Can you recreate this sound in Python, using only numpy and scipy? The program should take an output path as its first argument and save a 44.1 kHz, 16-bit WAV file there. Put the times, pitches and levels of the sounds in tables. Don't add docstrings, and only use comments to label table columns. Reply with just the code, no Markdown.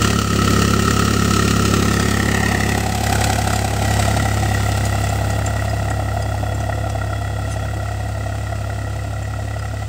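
import sys
import numpy as np
from scipy import signal
from scipy.fft import rfft, irfft, next_fast_len
from scipy.io import wavfile
from scipy.ndimage import map_coordinates

SR = 44100
rng = np.random.default_rng(int(sys.argv[2]) if len(sys.argv) > 2 else 0)


def transcribe(u):
    v = np.clip(np.atleast_2d(u).T, -1, 1)
    q = np.round(v * 32767).astype(np.int16)
    wavfile.write(sys.argv[1], SR, q)


N = 435708

# time_s, bearing (0 front, 0.5 side, 1 rear)
BEARING = [(0, 0.025), (1.7, 0.015), (2.2, 0.18), (2.68, 0.32), (2.95, 0.45), (4.5, 0.75), (6.2, 0.99),
           (9.88, 0.95)]
# frequency_hz, relative_density_db
GRIT_SPECTRUM = [(1200, -9), (2600, 9), (5000, -2), (8000, 13), (11500, -7), (13000, -30)]


def amp(db):
    return 10 ** (np.asarray(db) / 20)


def unit(x):
    return x / np.sqrt(np.mean(x ** 2) + 1e-20)


def curves(rows):
    time_s, *columns = np.transpose(rows)
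    return [np.interp(np.arange(N) / SR, time_s, column) for column in columns]


def noise():
    return rng.standard_normal(N)


def wobble(rate):
    knots = rng.standard_normal(int(N * rate / SR) + 4)
    return map_coordinates(knots, [np.arange(N) * rate / SR])


def filtered(x, response):
    size = next_fast_len(N + SR // 2)
    return irfft(rfft(x, size) * response(np.fft.rfftfreq(size, 1 / SR)), size)[:N]


def coloured(x, points, size=8192):
    hz, db = np.transpose(points)
    bins_hz = np.fft.rfftfreq(size, 1 / SR)
    gain = amp(np.interp(np.log(bins_hz + 1), np.log(hz), db))
    cepstrum = irfft(np.log(gain))
    cepstrum[1:size // 2] *= 2
    cepstrum[size // 2 + 1:] = 0
    impulse_response = irfft(np.exp(rfft(cepstrum)))
    return unit(signal.fftconvolve(x, impulse_response)[:N])


def resonated(x, hz, width, db):
    def response(f):
        stage = 1j * f * width / (hz * hz - f * f + 1j * f * width)
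        return stage ** 2
    return amp(db) * unit(filtered(x, response))


def turned(views, bearing):
    place = np.clip(bearing, 0, 1) * (len(views) - 1)
    return sum(np.sqrt(np.clip(1 - np.abs(place - k), 0, 1)) * view for k, view in enumerate(views))


def heard(facing_db, doubling_loss_db, swell_share):
    # time_s, distance_m
    distance = [(0, 4.98), (2, 4.16), (3.2, 3.89), (4.5, 4.8), (7, 7.85), (9.88, 10.85)]
    # time_s, half_length_s, change_db (scaled by swell_share)
    swells = [(0.036, 0.047, 2.5), (0.271, 0.044, -2.5), (0.55, 0.11, 2.5), (2.917, 0.089, -2),
              (3.202, 0.092, 3), (3.726, 0.079, -2.2), (3.966, 0.13, 2.5)]
    reference_m = 4
    t = np.arange(N) / SR
    facing = np.interp(curves(BEARING)[0], np.linspace(0, 1, len(facing_db)), facing_db)
    doublings = np.log2(curves(distance)[0] / reference_m)
    swell = sum(db * np.exp(-.5 * ((t - s) / half_s) ** 2) for s, half_s, db in swells)
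    return facing - doubling_loss_db * doublings + swell_share * swell


def firings(crank, cylinders, lead, scatter_db, jitter_s):
    number = np.arange(1, int(crank[-1]))
    chance = rng.standard_normal((len(number), 2))
    at = np.interp(number - lead, crank, np.arange(N)) + jitter_s * SR * chance[:, 0]
    size = amp(np.take(cylinders, number, mode="wrap") + scatter_db * chance[:, 1])
    audible = at > SR // 200
    return np.bincount(np.clip(at, 0, N - 1).astype(int), size * audible, N)


def puffs(impulses, rise_s, fall_s, between_db):
    t = np.arange(SR // 20) / SR
    shape = (1 - np.exp(-(t / rise_s) ** 2)) * np.exp(-t / fall_s)
    flare = signal.fftconvolve(impulses, shape / shape.max())[:N]
    return unit(flare * noise() + amp(between_db) * noise())


def field():
    # frequency_hz, relative_density_db
    rumble_spectrum = [(20, -18), (45, -3), (150, -5.5), (400, -16.5), (2000, -33), (15000, -52)]
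    return amp(-45) * coloured(noise(), rumble_spectrum)


def soil():
    # frequency_hz, relative_density_db
    crumble_spectrum = [(1500, -17), (3000, 0), (6000, -5), (8000, 3), (10500, -4), (12500, -10),
                        (15000, 2)]
    pass_s, half_s, crumbs_per_s = 4.9, 0.4, 790
    nearness = 1 / np.hypot(1, (np.arange(N) / SR - pass_s) / half_s)
    struck = rng.random(N) < crumbs_per_s / SR
    crumbs = noise() * struck * amp(2.6 * wobble(40))
    return amp(-38.5) * nearness * coloured(crumbs, crumble_spectrum)


def squeak():
    # time_s, level_db (before the wobble and the resonance level)
    squeaks = [(6.25, -47), (7.15, -49)]
    rise_db_per_s, fade_db_per_s = 64, 14
    t = np.arange(N) / SR
    level = sum(amp(db - np.maximum(rise_db_per_s * (s - t), fade_db_per_s * (t - s))) for s, db in squeaks)
    return level * amp(2.5 * wobble(14)) * resonated(noise(), 3350, 59, -.5)


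def disc_ring(t):
    # frequency_hz, level_db, t60_s
    disc_modes = [(5060, -2, 0.071), (6180, 2, .05), (7060, -5, 0.043), (9200, -2, 0.055),
                  (11500, -11, 0.044), (13800, -14, .02)]
    ring = 0
    for hz, db, t60 in disc_modes:
        decay = amp(db + rng.normal(0, 3.6) - 60 * t / t60)
        ring = ring + decay * np.sin(2 * np.pi * hz * t)
    return unit(ring)


def stone_strikes():
    # time_s, peak_db (4.5 dB below the peak used), ring_hz
    stones = [(3.557, -22, 7290), (3.9917, -20, 8010), (4.687, -26, 7290), (4.852, -19, 6850),
              (5.0355, -27, 7980), (5.0868, -23, 7320), (5.3018, -27, 6860), (5.461, -19, 7330),
              (5.694, -28.5, 5000), (5.901, -26, 7850), (6.2218, -26, 4900), (6.545, -32, 7350),
              (6.601, -32, 5920), (6.897, -27, 5840), (8.0845, -37, 8500), (9.2254, -35, 7300),
              (9.5906, -32, 4950)]
    t = np.arange(SR // 8) / SR
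    out = np.zeros(N + SR)
    for s, db, hz in stones:
        chip = amp(-60 * t / 0.06) * np.sin(2 * np.pi * hz * t)
        crack = amp(-60 * t / 0.03) * coloured(noise()[:len(t)], GRIT_SPECTRUM)[:len(t)]
        hit = chip + 0.058 * disc_ring(t) + 0.57 * crack
        main_hit = np.pad(hit, (int(.003 * SR), 0))[:len(t)]
        hit = .5 * hit + main_hit
        out[round(s * SR):][:len(t)] += amp(db + 4.5) * hit / np.abs(hit).max()
    return out[:N]


def scrape():
    # time_s, level_db (of the grinding noise), half_length_s
    scrapes = [(7.523, -36.5, 0.014)]
    t = np.arange(SR // 8) / SR
    out = np.zeros(N)
    for s, db, half_s in scrapes:
        drag = np.exp(-.5 * ((np.arange(N) / SR - s) / half_s) ** 2)
        ring = signal.fftconvolve(drag * noise(), disc_ring(t) / np.sqrt(len(t)))[:N]
        out += amp(db) * (drag * coloured(noise(), GRIT_SPECTRUM) + 0.95 * ring)
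    return out


def block(crank, bearing):
    # front_db, front_quarter_db, side_db, rear_quarter_db, rear_db
    knock_facing = [-41, -32.4, -42, -38.5, -47]
    clatter_facing = [-24.5, -28.5, -28, -30, -36]
    # first_db, second_db, third_db
    cylinders = [1.6, 0, -1.8]
    # frequency_hz, relative_density_db
    knock_spectrum = [(250, -43), (500, -1), (800, 1.5), (1050, 1), (1400, 6.5), (1700, -19), (2100, -9),
                      (2600, 2.5), (4000, -29)]
    front_spectrum = [(1500, -31), (2300, 0.5), (2900, 5), (3600, 0), (4300, 1.5), (7800, 0.5), (8900, -5),
                      (10200, -17.5), (12200, -32), (13500, -14), (15000, -10), (15800, -6)]
    side_spectrum = [(1500, -13), (2400, 3), (3500, 2.5), (6500, -0.5), (8100, 4), (9000, -4),
                     (10000, -10.5), (12500, -11.5), (15000, -7), (15800, -21)]
    rear_spectrum = [(1700, -19), (2300, -5.5), (2680, 8.5), (3050, 0.5), (3350, 5), (3750, 0.5),
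                     (5200, 1.5), (6700, -2.5), (7400, 3), (8600, 0.5), (9800, -14.5), (12500, -33),
                     (14800, -9), (15800, -15)]
    # time_s, delay_ms
    echo = [(0, 0.68), (1.6, 0.73), (2, 0.83), (2.5, 1.1), (3.1, 1.24), (3.6, 1.23), (5, 1.47), (6.2, 1.47),
            (9.88, 1.6)]

    knock_db = heard(knock_facing, doubling_loss_db=3.5, swell_share=0.59)
    clatter_db = heard(clatter_facing, doubling_loss_db=5.5, swell_share=0.84)
    blows = firings(crank, cylinders, lead=0.081, scatter_db=2.0, jitter_s=0.00042)
    knock = amp(knock_db + 3.0) * coloured(puffs(blows, 0.0028, 0.012, between_db=-9.5), knock_spectrum)
    ticks = firings(crank, cylinders, lead=0.213, scatter_db=4.0, jitter_s=0.0009)
    crumbs = unit(noise() * (rng.random(N) < 900 / SR) * amp(2.8 * noise()))

    spit = puffs(blows, 0.00057, 0.011, between_db=-7)
    spit = spit + amp(-12.0) * puffs(ticks, 0.00028, 0.0028, between_db=-13.0)
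    crisp = puffs(blows, 0.00067, 0.0058, between_db=-10.5)
    crisp = crisp + amp(-4) * puffs(ticks, 0.00054, 0.006, between_db=-16.0)
    blur = puffs(blows, 0.0027, 0.0078, between_db=2.0) + amp(-9.5) * crumbs
    front = coloured(spit, front_spectrum)
    side = coloured(crisp + amp(-15) * crumbs, side_spectrum)
    rear = coloured(blur, rear_spectrum)
    clatter = amp(clatter_db - 0.68 + 0.48 * wobble(13)) * turned([front, side, rear], bearing)

    direct = knock + clatter
    delay = curves(echo)[0] * SR / 1000
    return direct + 0.23 * map_coordinates(direct, [np.arange(N) - delay], order=3)


def exhaust_bands(crank, bearing):
    # first_db, second_db, third_db
    bark_cylinders = [0, -7.5, -7.5]
    puff_cylinders = [0.44, 1, -0.6]
    # frequency_hz, width_hz, level_db
    front_bands = [(699, 166, -3), (1314, 162, -0.5), (1860, 150, 0.5)]
    side_bands = [(747, 121, -2.4), (1470, 410, -0.93), (1928, 180, -2.3)]
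    rear_bands = [(687.7, 144, 0), (1369, 164, 0), (1919, 120, 0)]
    # front_db, front_quarter_db, side_db, rear_quarter_db, rear_db
    band_facing = [
        [-32, -28, -23, -25, -19.5],
        [-22.5, -33, -31.5, -32.5, -32],
        [-32, -24.5, -34.3, -31.5, -33.5],
    ]

    early = firings(crank, bark_cylinders, lead=0.2389, scatter_db=1.4, jitter_s=0.00028)
    bark = unit(early) + amp(0.5) * puffs(early, 0.0028, 0.0068, between_db=-9.0)
    blows = firings(crank, puff_cylinders, lead=0.0794, scatter_db=2.04, jitter_s=0.00017)
    puff = unit(blows) + amp(5.5) * puffs(blows, 0.0005, 0.005, between_db=-10.5)

    drives = [bark + amp(-7) * puff, puff, puff]
    levels = [heard(band_facing[0], doubling_loss_db=11.0, swell_share=.8)]
    levels += [heard(facing, doubling_loss_db=6.5, swell_share=1.24) for facing in band_facing[1:]]
    out = np.zeros(N)
    for drive, db, *bands in zip(drives, levels, front_bands, side_bands, rear_bands):
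        views = [resonated(drive, *band) for band in bands]
        out += amp(db) * turned(views, bearing)
    return out


def exhaust(crank, bearing):
    # front_db, front_quarter_db, side_db, rear_quarter_db, rear_db
    second_facing = [-20.3, -22.2, -22.3, -19.5, -19]
    third_facing = [-17.7, -20.5, -20, -15.5, -16.5]
    thud_facing = [-17, -21.5, -26.5, -25, -25]
    # first_db, second_db, third_db
    cylinders = [0, -0.12, 0.29]
    # frequency_hz, relative_density_db
    thud_spectrum = [(90, -50), (135, -8.5), (175, 4), (210, 5), (245, 1.5), (285, -10), (340, -14),
                     (385, -2), (450, -18), (560, -28.5), (900, -49.5)]
    front_spectrum = [(80, -25.5), (150, 0), (240, -5.5), (290, 1), (380, 1), (470, -3), (580, -11),
                      (1000, -35.5)]
    rear_spectrum = [(80, -16.5), (140, 4.5), (200, -4.5), (280, 1), (350, -3.5), (420, -16), (500, 2),
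                     (620, -15), (1000, -34)]

    second_db = heard(second_facing, doubling_loss_db=5.0, swell_share=0.69)
    third_db = heard(third_facing, doubling_loss_db=4.5, swell_share=0.66)
    thud_db = heard(thud_facing, doubling_loss_db=8.0, swell_share=0.71)
    angle = 2 * np.pi * (crank - .035)
    boom = amp(second_db) * np.cos(2 * angle) + amp(third_db) * np.cos(3 * angle)
    boom = boom - amp(third_db - 17.5) * np.cos(4 * angle)

    knocks = firings(crank, cylinders, lead=0.1354, scatter_db=0.3, jitter_s=.0001)
    thud = coloured(knocks, thud_spectrum)
    gusts = firings(crank, cylinders, lead=0.361, scatter_db=0.6, jitter_s=0.00059)
    front_rush = coloured(puffs(gusts, 0.0016, 0.01, between_db=-1.0), front_spectrum)
    rear_rush = coloured(puffs(gusts, 0.0013, 0.0093, between_db=-5.5), rear_spectrum)
    front = amp(-2.0) * thud + amp(-6.0) * front_rush
    rear = amp(-9.5) * thud + amp(-1.0) * rear_rush
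    return boom + amp(thud_db) * turned([front, rear], bearing ** 1.56)


def scene():
    # time_s, firing_rate_hz
    speed = [(0.0, 35.73), (0.39, 34.46), (1.15, 35.12), (1.8, 34.63), (2.75, 34.58), (3.2, 34.36),
             (4.26, 34.69), (4.79, 34.2), (5.6, 34.59), (6.35, 34.3), (6.7, 34.74), (7.1, 34.26),
             (7.54, 34.51), (7.92, 34.19), (8.25, 34.53), (8.6, 34.4), (9.88, 34.89)]
    crank = np.cumsum(curves(speed)[0]) / SR + 2.302
    bearing = curves(BEARING)[0]
    harrow = soil() + squeak() + stone_strikes() + scrape()
    tractor = block(crank, bearing) + exhaust_bands(crank, bearing) + exhaust(crank, bearing)
    return (field() + harrow + tractor)[None]


def record(dry):
    return filtered(dry[0], lambda hz: hz < 15750)[None]


dry = scene()
out = record(dry)
transcribe(out)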